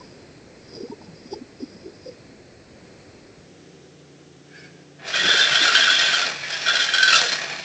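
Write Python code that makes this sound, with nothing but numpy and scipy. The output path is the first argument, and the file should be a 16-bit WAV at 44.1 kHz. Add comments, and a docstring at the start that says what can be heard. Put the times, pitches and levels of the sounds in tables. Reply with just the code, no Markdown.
"""Soft bumps and swishes over a steady rumble; the rumble thins as a low engine-like hum sets in, then a saw
cuts a car's exhaust pipe. Bumps are damped resonances, swishes coloured noise. The reciprocating saw's rasp is
random chips pushed by each stroke; its squeals are sagging tones where the blade binds. Impulse responses of
ringing metal colour the saw; a small security camera up the driveway rounds the peaks and cuts the treble."""
import sys
import numpy as np
from scipy import signal
from scipy.fft import rfft, irfft, next_fast_len
from scipy.io import wavfile
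from scipy.ndimage import uniform_filter1d

SR = 44100
rng = np.random.default_rng(int(sys.argv[2]) if len(sys.argv) > 2 else 0)


def wav_out(sig):
    """Save sig, one row per channel (or a flat mono array), as 16-bit PCM at SR to the path in sys.argv[1]."""
    wavfile.write(sys.argv[1], SR, np.round(np.clip(np.atleast_2d(sig).T, -1, 1) * 32767).astype(np.int16))


N = 336924
TIME = np.arange(N) / SR
CUT_START_S = 4.98


def undb(db):
    """Decibels to gain."""
    return 10 ** (np.asarray(db) / 20)


def unit(x):
    """Scale to rms 1."""
    return x / np.sqrt(np.mean(x ** 2))


def curve(rows):
    """Table columns, joined by straight lines in time."""
    s, *columns = np.transpose(rows)
    return [np.interp(TIME, s, c) for c in columns]


def walk(rate_hz):
    """Smooth chance with a spread near 1: random points at rate_hz, joined by lines."""
    points = rng.standard_normal(N // 10)
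    return 1.2 * np.interp(TIME * rate_hz, np.arange(len(points)), points)


def colour(x, points):
    """Shape a spectrum by (f/Hz, gain/dB) points on a log frequency axis."""
    hz, db = np.transpose(points)
    size = next_fast_len(len(x) + 4096)
    f = np.maximum(np.fft.rfftfreq(size, 1 / SR), 1)
    gain = undb(np.interp(np.log(f), np.log(hz), db))
    return irfft(rfft(x, size) * gain, size)[:len(x)]


def band(x, lo_hz, hi_hz):
    """Steep band-pass."""
    return signal.sosfilt(signal.butter(4, [lo_hz, hi_hz], "band", fs=SR, output="sos"), x)


def add(out, s, x):
    """Mix a short sound in at s seconds."""
    i = max(int(s * SR), 0)
    out[i:i + len(x)] += x[:N - i]


def tone(hz):
    """Sine that follows a pitch curve."""
    return np.sin(2 * np.pi * np.cumsum(hz) / SR)


def wavering(hz, wander, rough_db):
    """Rough, unsteady tone with rms 1."""
    return unit(tone(hz * (1 + wander * walk(300))) * undb(rough_db * walk(120)))


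def burst(push, space, db):
    """A short push rings the metal; db is the rms level of its strongest 14 ms."""
    x = signal.fftconvolve(push, space)[:len(push)]
    return x * undb(db) / np.sqrt(uniform_filter1d(x ** 2, SR // 70).max())


# steady background rumble before the hum: f/Hz, gain/dB
AIR_EARLY_COLOUR = [(25, -21), (90, -3.5), (380, -3.5), (520, -6.5), (880, -18), (1200, -21), (1750, -17.5),
                    (2600, -19.5), (2800, -26.5), (3850, -26), (4150, -19), (5600, -25.5), (7600, -28.5),
                    (8600, -37.5)]
# outdoor air with the hum: f/Hz, gain/dB
AIR_LATE_COLOUR = [(25, -33), (85, -14.5), (150, -7.5), (215, -6), (330, -1.5), (480, -3), (630, -13),
                   (750, -11), (900, -20), (1700, -17.5), (4500, -21), (6000, -20.5), (7600, -26),
                   (8600, -34)]
# hum partials: f/Hz, mean level/dB
HUM_PARTIALS = [(87, -67), (145.3, -55.5), (176, -58.5), (290.7, -60.5), (376.8, -61.5)]
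AIR_EARLY_DB, AIR_LATE_DB = -46.5, -50
HUM_START_S, AIR_FADE_S = 3.406, 0.19  # fade is centred on the start


def background():
    """Coloured-noise rumble that thins out as a wavering hum of sine partials sets in."""
    late = np.clip((TIME - HUM_START_S) / AIR_FADE_S + .5, 0, 1)
    before = unit(colour(rng.standard_normal(N), AIR_EARLY_COLOUR)) * undb(AIR_EARLY_DB)
    after = unit(colour(rng.standard_normal(N), AIR_LATE_COLOUR)) * undb(AIR_LATE_DB)
    hum = np.zeros(N)
    for hz, db in HUM_PARTIALS:
        level = undb(db + 2 * walk(7.8)) * np.sqrt(2)
        hum += level * np.sin(2 * np.pi * hz * TIME + 1.6 * walk(10))
    mix = np.sqrt(1 - late) * before + np.sqrt(late) * (after + hum)
    return mix * undb(.5 * walk(4.53))


# dull bumps and short blips: t/s, level/dB, f/Hz, length scale/s, glide/(octaves per length)
BUMP_ROWS = [(0.005, -42.5, 990, 0.015, 0.029), (.715, -43, 463, 0.037, 0.019),
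             (0.775, -37, 412, 0.021, -0.16), (0.794, -31, 384, 0.027, .1), (0.828, -32, 268, 0.015, 0.046),
             (0.833, -32.5, 437, 0.025, 0.11), (.882, -47, 790, 0.01, -0.12),
             (0.896, -30.5, 268, 0.016, 0.17), (0.911, -38.5, 906, 0.013, 0.046),
             (0.917, -32.5, 374, 0.021, 0.075), (1.014, -44, 863, 0.01, -0.22), (1.063, -53, 840, 0.017, 0),
             (1.075, -40.5, 163, 0.037, 0.037), (1.119, -45.5, 156, 0.029, 0),
             (1.242, -43.5, 235, 0.038, 0), (1.314, -29.5, 369, 0.025, 0.12),
             (1.332, -32, 834, 0.01, 0.035), (1.345, -37, 398, 0.042, 0.12),
             (1.405, -34.5, 276, 0.028, 0.16), (1.592, -36, 374, 0.036, -0.2),
             (1.62, -27, 280, 0.023, -0.079), (1.745, -42, 225, .018, 0.02), (1.839, -36, 388, 0.044, 0.11),
             (2.054, -34.5, 511, 0.047, -0.083), (5.2, -38.5, 185.4, 0.083, 0), (5.22, -47.5, 90, 0.061, 0),
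             (5.221, -33, 345, 0.052, 0.065), (5.286, -29.5, 392, 0.019, 0.14),
             (5.336, -28.5, 402, 0.015, 0), (5.38, -36.5, 444, 0.038, -0.065),
             (5.49, -43, 151.5, 0.049, 0.027), (5.6, -35.5, 309.5, 0.052, -0.014),
             (5.663, -37.5, 441, 0.068, 0.037), (7.199, -34.5, 483, 0.074, 0.0044)]


def bumps(spread=0.156):
    """Soft pushes on three close, quickly damped resonances; the high ones are nearly pure blips."""
    out, t = np.zeros(N), TIME[:SR // 3]
    for s, db, hz, length, glide in BUMP_ROWS:
        age = t / max(length, .005)
        push = (2 * age) ** 2 * np.exp(2 - 4 * age)
        width = spread * min(1, 380 / hz) ** 3
        bent_s = np.cumsum(2 ** (glide * (np.minimum(age, 2) - .5))) / SR  # time warped by the glide
        ring = 0
        for side, size in ((-0.916, 0.45), (0.154, 0.65), (1.0, 0.31)):
            mode_hz = hz * (1 + width * (side + 0.211 * rng.standard_normal()))
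            ring = ring + size * np.sin(2 * np.pi * (mode_hz * bent_s + rng.random()))
        x = push * ring
        add(out, s, x * undb(db) * np.linalg.norm(push) / np.linalg.norm(x))
    return out


def swells(rows, skirt=1.3):
    """Rubbing envelope: each movement swells to its peak and dies away as fast."""
    power = 0
    for s, db, length in rows:
        shape = np.exp(-np.abs((TIME - s) / (0.85 * length)) ** skirt)
        power = power + (undb(db) * shape) ** 2
    return np.sqrt(power)


def scrape(rubs, points, rough_db):
    """Rubbing noise: coloured, uneven in level, swelling with each movement."""
    return unit(colour(rng.standard_normal(N) * undb(rough_db * walk(150)), points)) * swells(rubs)


# soft swishes: peak t/s, level/dB, length scale/s
SWISH_ROWS = [(.02, -49, 0.17), (.76, -41, 0.11), (1.05, -50, 0.041), (1.19, -49, 0.047), (1.3, -45, 0.076),
              (1.334, -32, 0.016), (1.63, -44, 0.041), (1.74, -49.5, 0.18), (1.86, -52, 0.042),
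              (1.96, -51, 0.035), (2.07, -44, 0.058)]
# swish spectrum: f/Hz, gain/dB
SWISH_SPECTRUM = [(60, -28), (150, -2), (400, 6), (650, -8.5), (1200, -24), (3000, -27), (3400, -17),
                  (3700, -25), (4450, -20), (4800, -0.5), (5100, -2), (5350, -10), (5750, -9), (6100, -28),
                  (8000, -36)]


def swishes():
    """Soft rubbing movements of uneven noise."""
    return scrape(SWISH_ROWS, SWISH_SPECTRUM, rough_db=2.6)


# metal of pipe and underbody: f/Hz, width/Hz, relative level/dB
PIPE_MODES = [(378, 20, -14), (470, 22, -9), (650, 60, -13), (1328, 22, -3), (1398, 18, 3), (1455, 18, -7),
              (1535, 14, 4), (1577, 18, -4), (1628, 18, 3), (1683, 20, -3), (1780, 26, -4), (1878, 30, 0),
              (2365, 30, -8), (2487, 24, -4), (2694, 28, -1), (2870, 22, 0), (3152, 22, 4), (3194, 20, -4),
              (3298, 34, -2), (3479, 24, 3.5), (3565, 32, -2), (3795, 30, -7), (4042, 30, -7),
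              (4172, 24, 0), (4310, 30, -7), (4640, 26, -6), (4920, 26, -10), (5190, 24, -2),
              (5390, 26, -4), (5720, 28, -6), (6907, 22, 0), (7150, 40, -6)]
# blade running loose: f/Hz, width/Hz, relative level/dB
LOOSE_BLADE_MODES = [(635, 46, -7), (1540, 54, -5.5), (1690, 36, 1), (1805, 48, -1.5), (2300, 80, -1.5),
                     (2460, 39, -2), (3470, 130, 2), (4200, 46, -6), (5300, 94, -7), (7020, 90, -2.5)]


def underbody(modes, ring_db, tail_db, t60):
    """Impulse response: direct sound, ringing metal, short tail scattered between car and ground."""
    t = TIME[:SR // 4]
    h = np.zeros(len(t))
    for hz, width_hz, db in modes:
        size = undb(ring_db + db) * 2 * np.pi * width_hz / SR
        h += size * np.exp(-np.pi * width_hz * t) * np.cos(2 * np.pi * hz * t)
    h[0] += 1
    tail = rng.standard_normal(len(t)) * np.exp(-np.log(1000) * t / t60) * np.minimum(t / 0.0023, 1)
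    return h + undb(tail_db) * tail / np.linalg.norm(tail)


# blade squeaks as it slides: t/s, f/Hz, level/dB, length/s
SQUEAK_ROWS = [(4.56, 1720, -45.5, 0.028), (4.565, 2308, -52, .02), (4.585, 5170, -51, .035),
               (4.63, 2210, -50, .03), (4.638, 1598, -51, .03), (4.573, 4600, -52, .03),
               (4.64, 4540, -54, .04), (4.812, 5270, -64, .03), (6.424, 2310, -33, 0.029),
               (6.427, 1730, -32.5, 0.028), (6.515, 5030, -30, .03), (6.517, 3220, -32, 0.035),
               (6.533, 4450, -39, 0.023), (6.541, 1647, -34, 0.034), (6.579, 3400, -36, 0.031),
               (6.62, 1730, -38, 0.027), (6.642, 5380, -38, 0.046), (7.026, 4100, -24, 0.02),
               (7.097, 4540, -25, .022), (7.123, 4000, -23, 0.011), (7.174, 3630, -32, 0.046),
               (7.188, 3430, -31, 0.031), (7.278, 4200, -33, 0.022), (7.313, 4170, -28, 0.028),
               (7.362, 4270, -37, 0.028), (7.405, 2470, -36, 0.043), (7.513, 2480, -33, 0.018),
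               (7.519, 4330, -35, 0.021), (7.55, 2440, -40, 0.051)]


def squeaks(rows, space, bend=0.027, rough=.013):
    """Short sliding tones that swell, bend up or down and leave a brief ring."""
    out, shake = np.zeros(N), walk(500)
    for (s, hz, db, length), (way, place) in zip(rows, rng.random((len(rows), 2))):
        age = np.linspace(0, 1, int(max(length, .004) * SR))
        wander = rough * shake[int(place * N / 2):][:len(age)]
        pitch = hz * (1 + bend * (2 * way - 1) * (2 * age - 1) + wander)
        add(out, s, undb(db) * np.sqrt(2) * np.sin(np.pi * age) * tone(pitch))
    return signal.fftconvolve(out, space / np.linalg.norm(space))[:N]


# blade set against the pipe: peak t/s, level/dB before trims, length scale/s
TOUCH_ROWS = [(4.57, -43.5, 0.07), (4.652, -44.5, 0.048), (4.73, -56.5, 0.21)]
# its scrape spectrum: f/Hz, gain/dB
TOUCH_SPECTRUM = [(450, -41), (720, -1.5), (950, -29), (1220, -25), (1300, -14), (1610, 5), (1990, -18),
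                  (2210, -2), (2630, -9), (3950, -17), (4510, -13), (5270, -15), (6720, -24), (8000, -24.5),
                  (10400, -62), (17600, -120)]
# its blade tones: f/Hz, relative level/dB
BLADE_TONES = [(1660, -6), (2250, -11), (4610, -15)]


def touch(tones_db=-8, scrape_db=-3.0):
    """The blade slides onto the pipe in two gritty pushes and a fainter third, and sings faintly."""
    tones = unit(sum(undb(db) * wavering(hz, wander=90 / hz, rough_db=4) for hz, db in BLADE_TONES))
    grit = scrape(TOUCH_ROWS, TOUCH_SPECTRUM, rough_db=1.5)
    return tones * swells(TOUCH_ROWS) * undb(tones_db) + undb(scrape_db) * grit


# saw speed before wander: t/s, stroke rate/Hz
SPEED_CURVE = [(4.98, 18), (5.15, 37), (5.5, 46.3), (7.15, 38.4), (7.3, 32), (7.64, 36)]


def saw_strokes():
    """Running stroke count of the saw, its speed wandering slightly."""
    return np.cumsum(curve(SPEED_CURVE)[0] * (1 + 0.0385 * walk(12))) / SR


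# the cut, before trims: t/s, treble hiss level/dB, pipe midrange level/dB, saw-body rattle level/dB
CUT_CURVE = [(4.98, -90, -60, -54.5), (5.05, -47, -42.5, -42), (5.09, -33, -38, -41),
             (5.16, -31, -31.5, -37), (5.37, -25.5, -28.5, -34.5), (5.51, -28, -29.5, -37),
             (5.75, -25, -26.5, -35.5), (6.23, -28, -29, -38.5), (6.3, -35, -37.5, -38.5),
             (6.39, -40, -40, -44), (6.5, -36, -37.5, -44), (6.66, -36, -36.5, -41.5),
             (6.68, -30.5, -29, -36.5), (6.86, -27, -30.5, -38.5), (6.92, -35, -37, -42.5),
             (7.12, -27, -27.5, -38.5), (7.16, -19.5, -32, -34), (7.22, -25, -29, -31),
             (7.27, -26.5, -33.5, -39), (7.39, -35.5, -39, -41.5), (7.51, -38, -37.5, -38.5),
             (7.64, -41, -41, -48)]
# rasp spectrum: f/Hz, gain/dB
RASP_SPECTRUM = [(60, -23.5), (140, -11.5), (300, -7), (480, -4), (700, 1.5), (900, -7), (1200, -3.5),
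                 (1600, 5.5), (1880, 7.5), (2050, 5), (2400, 9), (3400, 1), (5900, -2.5), (6350, -4),
                 (6600, -14.5), (7100, -5.5), (7500, -17.5), (7900, -13), (8300, -43)]
LOOSE_BELOW_DB, LOOSE_RANGE_DB = -30, 7  # blade ring takes over from pipe as the hiss curve falls below


def rasp(strokes, space, loose_space, grain_db=2.5, stroke_depth=0.17,
         ring_db=-0.2, rattle_db=-1, hiss_db=-2.1, uneven_db=1.5):
    """Teeth tear uneven chips, hardest in mid-stroke; a light cut is duller and rings the blade more."""
    treble_db, middle_db, body_db = curve(CUT_CURVE)
    chips = rng.standard_normal(N) * (rng.random(N) < .3)
    chips *= undb(grain_db * np.minimum(rng.exponential(size=N), 4))
    push = (1 + stroke_depth * np.cos(2 * np.pi * strokes)) * undb(uneven_db * walk(120))
    loose = np.clip((LOOSE_BELOW_DB - treble_db) / LOOSE_RANGE_DB, 0, 1)
    pipe = unit(colour(signal.fftconvolve(chips * push, space)[:N], RASP_SPECTRUM))
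    blade = unit(colour(signal.fftconvolve(chips * push, loose_space)[:N], RASP_SPECTRUM))
    x = np.sqrt(1 - loose) * pipe + np.sqrt(loose) * blade
    low, middle, high = band(x, 40, 1164), band(x, 1083, 4270), band(x, 4090, 9200)
    # each level refers to a narrower band
    rattle = low / np.std(band(x, 474, 1003)) * undb(body_db + rattle_db)
    ring = middle / np.std(band(x, 1970, 2550)) * undb(middle_db + ring_db)
    hiss = high / np.std(band(x, 4090, 6130)) * undb(treble_db + hiss_db)
    return (rattle + ring + hiss) * np.clip((TIME - CUT_START_S) / 0.017, 0, 1)


CHIRPS_PER_S, CHIRP_LOW_HZ, CHIRP_HIGH_HZ, CHIRP_MEAN_S = 70, 1791, 5840, 0.019
CHIRP_DB, CHIRP_SCATTER_DB = -7, 3.5  # against the hiss curve


def chirps():
    """Chance chirps of single teeth, each at its own pitch; rows as in SQUEAK_ROWS."""
    cut_db, rows = curve(CUT_CURVE)[0], []
    for k, (when, pitch, size, length) in enumerate(rng.random((400, 4))):
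        s = CUT_START_S + (k + 1 + 2 * when) / CHIRPS_PER_S
        if s < SQUEAL_ROWS[-1][0]:
            hz = CHIRP_LOW_HZ * (CHIRP_HIGH_HZ / CHIRP_LOW_HZ) ** pitch
            db = cut_db[int(s * SR)] + CHIRP_DB + CHIRP_SCATTER_DB * (2 * size - 1)
            rows.append((s, hz, db, CHIRP_MEAN_S * (.5 + length)))
    return rows


SWELL_S, SWELL_DB = 0.018, 1
UNCAUGHT_DB = -2.5


def catch_gain():
    """Gain of the cut: sinks until the first bind catches; swells slightly just before each hard bind."""
    ahead = np.array(SQUEAL_ROWS)[:, :1] - TIME
    to_first = np.clip((TIME - CUT_START_S) / (SQUEAL_ROWS[0][0] - CUT_START_S), 0, 1)
    skating = (ahead[0] > 0) * to_first
    swell = ((ahead > 0) * np.exp(-(ahead / SWELL_S) ** 2)).max(axis=0)
    return undb(SWELL_DB * swell + UNCAUGHT_DB * skating)


def flutter(dip_db=-2.0):
    """The level dips briefly every 12 ms, whatever the saw speed: a fine, steady flutter over the cut."""
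    cycle = np.cos(np.pi * (TIME / .012 - .7)) ** 12
    return undb(dip_db * (cycle - cycle.mean()) * (TIME > CUT_START_S))


# upper blade tone in the heavy cut: t/s, f/Hz, level/dB
SING_CURVE = [(5.13, 3311, -33), (5.28, 3383, -24), (5.45, 3477, -29.5), (5.49, 3274, -37),
              (5.6, 3410, -26.5), (5.72, 3303, -39), (5.88, 3300, -29), (5.98, 3475, -21.5),
              (6.1, 3300, -28), (6.24, 3300, -42), (6.36, 3210, -61)]


def sing(strokes, space, swing=0.038, stroke_depth=0.43):
    """The blade's upper tone swells and swings in pitch with each stroke, a metallic edge on the rasp."""
    hz, db = curve(SING_CURVE)
    voice = wavering(hz * (1 + swing * np.sin(2 * np.pi * strokes)), wander=0.024, rough_db=2.5)
    grip = 1 + stroke_depth * np.cos(2 * np.pi * strokes)
    x = unit(signal.fftconvolve(voice * grip, space)[:N])
    return x * undb(db) * (TIME > SING_CURVE[0][0])


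def chatter(strokes, space, low_hz=1590, swing=0.0694, wander=.05, onset_slope=0.87):
    """Once the teeth catch, the loaded blade sticks and slips; its pitch swings with every stroke."""
    cut_db = uniform_filter1d(curve(CUT_CURVE)[0], SR // 25)
    hz = low_hz * (1 + swing * np.sin(2 * np.pi * strokes) + wander * walk(300))
    phase = 2 * np.pi * np.cumsum(hz) / SR
    low = np.sin(phase) * undb(3.4 * walk(220))
    upper = undb(7.5 * np.tanh(walk(200))) * np.sin(2.09 * phase)  # just above the octave
    grip = np.cos(np.pi * strokes) ** 2
    x = unit(signal.fftconvolve((low + upper) * grip, space)[:N])
    level_db = cut_db + onset_slope * (cut_db - cut_db.max())
    return x * undb(level_db) * (TIME > SQUEAL_ROWS[0][0])


# hard binds, levels before trims: t/s, low f/Hz, low level/dB, high f/Hz, high level/dB,
# tooth bite level/dB, length scale/s
SQUEAL_ROWS = [(5.139, 1572, -23, 3230, -25, -37, 0.015), (5.166, 1530, -25.5, 3270, -25.5, -27.5, 0.012),
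               (5.194, 1903, -23, 3420, -26, -30, 0.024), (5.277, 1736, -22, 3365, -22, -28.5, 0.015),
               (5.298, 1490, -18.5, 3426, -15.5, -31, 0.016), (5.31, 1617, -19.5, 3140, -21, -42, 0.018),
               (5.345, 1586, -24, 3460, -22, -39, 0.016), (5.37, 1540, -21.5, 3174, -22.5, -23.5, 0.012),
               (5.391, 1660, -16.5, 3280, -21.5, -22, 0.011), (5.41, 1600, -28.5, 3520, -16.5, -33, 0.0167),
               (5.433, 1746, -29, 3564, -15.5, -43, 0.014), (5.519, 1526, -20, 3144, -20, -38, 0.018),
               (5.554, 1505, -17.5, 3275, -16.5, -26, 0.009), (5.567, 1610, -24, 3307, -19.5, -34, 0.012),
               (5.621, 1610, -19.5, 3510, -17.5, -23, 0.013), (5.652, 1435, -16.5, 3460, -25, -27.5, 0.016),
               (5.677, 1405, -16.5, 2800, -24, -25, 0.022), (5.749, 1509, -15, 3140, -16.5, -22, 0.017),
               (5.76, 1704, -22, 3170, -14.5, -34, 0.011), (5.796, 1580, -18.5, 3600, -29, -35, 0.0082),
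               (5.806, 1690, -22, 3330, -13, -33.5, 0.0078), (5.821, 1596, -17, 3250, -20, -35, 0.013),
               (5.844, 1620, -30, 3690, -21, -38, 0.0067), (5.872, 1489, -15.5, 2694, -28, -28.5, 0.022),
               (5.897, 1520, -18.5, 3380, -17, -25.5, 0.024), (5.989, 1660, -33, 3380, -27, -24, 0.011),
               (6.035, 1827, -30, 3390, -19.5, -35, 0.02), (6.083, 1567, -21.5, 3280, -25.5, -32.5, 0.015),
               (6.136, 1456, -19.5, 3150, -20, -26.5, 0.023), (6.222, 1386, -22.5, 3410, -24, -42, 0.014),
               (6.66, 1520, -22.5, 3320, -26, -37, 0.019), (6.681, 1466, -17.5, 3435, -20, -27, 0.019),
               (6.701, 1577, -20, 3440, -24.5, -42, 0.021), (6.752, 1530, -20.5, 3410, -20.5, -23, 0.016),
               (6.797, 1500, -21.5, 3520, -21, -31, 0.016), (6.817, 1636, -30, 3180, -21, -29, 0.027),
               (6.886, 1626, -22, 3170, -28, -35, 0.011), (6.935, 1518, -20, 3240, -19, -22.5, 0.023),
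               (6.98, 1569, -16, 3194, -21.5, -25.5, 0.02), (7.027, 1574, -14, 3210, -17.5, -17.5, 0.018),
               (7.075, 1487, -15, 3315, -18.5, -24, 0.021), (7.102, 1360, -26, 2660, -28, -23, 0.013),
               (7.126, 1386, -17.5, 2680, -16, -20, 0.009), (7.139, 1357, -17, 2706, -17, -23, 0.011),
               (7.157, 1394, -23, 3600, -29, -17, 0.008)]
# higher tones set off by the teeth: f/Hz, level against the untrimmed bite/dB
BITE_TONE_ROWS = [(4070, -2.5), (4650, -10), (5450, -10.5), (6950, -15)]
# bite noise spectrum: f/Hz, gain/dB
BITE_SPECTRUM = [(2200, -24.5), (3400, -9), (5900, -1.5), (6600, -11.5), (7100, -13), (7500, -8),
                 (9000, -29)]
# overtones of the low tone: multiple, level against the untrimmed low tone at full bite/dB
OVERTONE_ROWS = [(3, -12), (5, -15)]
FULL_BITE_DB, OVERTONE_SLOPE, OVERTONE_TOP_HZ = -23, 1.4, 7300  # overtones fade below full bite
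BIND_ATTACK_S = .0036


def squeals(binds, space, sag=0.0499, rough=0.031, high_rough=.013,
            low_db=-.5, high_db=-1, bite_db=-8, hang=0.3):
    """The blade binds: teeth bite, tones start sharply, sag as it slows and hang on briefly."""
    out, t = np.zeros(N), TIME[:SR // 6]
    shake, grit = walk(700), unit(colour(rng.standard_normal(N), BITE_SPECTRUM))
    all_starts = rng.integers(N - len(t), size=(len(binds), 8))
    for (s, hz1, db1, hz2, db2, db3, length), starts in zip(binds, all_starts):
        age = t / max(length, .004)
        grip = np.minimum(t / BIND_ATTACK_S, 1) * (np.exp(-2 * age ** 2) + hang * np.exp(-age / 2))
        add(out, s, burst(grip * grit[int(s * SR):][:len(t)], space, db3 + bite_db))
        tones = [(hz1, db1 + low_db, rough), (hz2, db2 + high_db, rough)]
        tones += [(hz, db3 + db, high_rough) for hz, db in BITE_TONE_ROWS]
        fade_db = OVERTONE_SLOPE * min(db3 - FULL_BITE_DB, 0)
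        for k, db in OVERTONE_ROWS:
            if k * hz1 < OVERTONE_TOP_HZ:
                tones.append((k * hz1, db1 + db + fade_db, high_rough / 2))
        for (hz, db, wander), start in zip(tones, starts):
            pitch = hz * (1 + sag * (.35 - np.minimum(age, 1)) + wander * shake[start:][:len(t)])
            add(out, s, burst(grip * tone(pitch), space, db))
    return out


BINDS_PER_S, LIGHT_UNTIL_S, BIND_S = 19, 6.2, 0.026
BIND_LOW_HZ, BIND_HIGH_HZ, BIND_PITCH_SPREAD = 1613, 3360, 0.031
BIND_LOW_DB, BIND_HIGH_DB, BIND_BITE_DB, BIND_SCATTER_DB = 5, 2, -4, 1.5  # against load, before trims
BIND_LOAD_SLOPE = 0.56  # binds fade faster than the cut as load comes off


def light_binds():
    """Jittered binds between the hard ones, as strong as the cut is heavy; rows as in SQUEAL_ROWS."""
    cut_db, hard_s, rows = curve(CUT_CURVE)[0], np.array(SQUEAL_ROWS)[:, 0], []
    load_db = cut_db + BIND_LOAD_SLOPE * (cut_db - cut_db.max())
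    for k, (when, low, high, size_low, size_high) in enumerate(rng.standard_normal((90, 5))):
        s = hard_s[0] + (k + 1 + 0.22 * when) / BINDS_PER_S
        db = np.interp(s, TIME, load_db)
        if s < LIGHT_UNTIL_S and np.abs(s - hard_s).min() > .022:
            low_hz = BIND_LOW_HZ * (1 + BIND_PITCH_SPREAD * low)
            high_hz = BIND_HIGH_HZ * (1 + BIND_PITCH_SPREAD * high)
            low_db = db + BIND_LOW_DB + BIND_SCATTER_DB * size_low
            high_db = db + BIND_HIGH_DB + BIND_SCATTER_DB * size_high
            rows.append((s, low_hz, low_db, high_hz, high_db, db + BIND_BITE_DB, BIND_S))
    return rows


# thin whine while the blade runs light: t/s, f/Hz, level/dB
WHINE_CURVE = [(6.42, 4800, -69), (6.53, 5060, -38), (6.58, 5400, -44), (6.65, 5540, -34), (6.8, 5340, -47),
               (6.9, 5400, -71)]


def whine():
    """A thin wavering tone climbs as the load comes off the saw, then eases back."""
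    hz, db = curve(WHINE_CURVE)
    return wavering(hz, wander=0.024, rough_db=1.0) * undb(db) * (TIME > WHINE_CURVE[0][0])


# loose blade in the slot: t/s, level/dB before trim, ring centre f/Hz
KNOCK_ROWS = [(6.449, -29, 1770), (6.519, -41, 4600), (6.546, -35, 2280), (7.189, -20, 3600),
              (7.282, -25.5, 3950), (7.318, -33, 4400), (7.318, -30, 1780), (7.347, -33, 1630),
              (7.386, -25.5, 1640)]
KNOCK_DECAY_S, KNOCK_OCTAVES = 0.0076, 0.2  # contact decay, half-width of the ring


def knocks(space, knock_db=-1):
    """Under little load the blade slaps the slot's sides: decaying noise round one pitch rings the metal."""
    out, t = np.zeros(N), TIME[:SR // 6]
    f = np.geomspace(300, 9000, 40)
    for (s, db, hz), grit in zip(KNOCK_ROWS, rng.standard_normal((len(KNOCK_ROWS), len(t)))):
        gain_db = -10 * np.log10(1 + (np.log2(f / hz) / KNOCK_OCTAVES) ** 4)
        push = colour(grit, np.column_stack([f, gain_db])) * np.exp(-t / KNOCK_DECAY_S)
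        add(out, s, burst(push, space, db + knock_db))
    return out


ECHO_S, ECHO_DB = .01432, -9


def scene():
    """Soft bumps and swishes, a first touch of the blade, then the cut."""
    strokes = saw_strokes()
    space = underbody(PIPE_MODES, ring_db=8.5, tail_db=-0.5, t60=0.28)
    near = underbody(PIPE_MODES, ring_db=0.0, tail_db=-2, t60=0.2)  # blade is more in the open than the pipe
    add(near, ECHO_S, undb(ECHO_DB) * near[:SR // 6])  # the van's flank throws the sound back
    loose = underbody(LOOSE_BLADE_MODES, ring_db=3.0, tail_db=-3, t60=0.34)
    open_air = underbody(PIPE_MODES, ring_db=-11, tail_db=-7, t60=0.16)
    handling = bumps() + swishes() + touch()
    cutting = rasp(strokes, space, loose) + sing(strokes, space) + chatter(strokes, space)
    saw = cutting * catch_gain() + squeaks(SQUEAK_ROWS + chirps(), open_air)
    saw += squeals(SQUEAL_ROWS + light_binds(), near) + whine() + knocks(near)
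    return (background() + handling + saw * flutter())[None]


def record(dry, top_hz=8500):
    """The camera rounds the highest peaks and passes next to nothing above its narrow band."""
    rounded = np.tanh(.7 * dry) / .7
    return signal.sosfilt(signal.ellip(8, .2, 70, top_hz, fs=SR, output="sos"), rounded)


dry = scene()
out = record(dry)
wav_out(out)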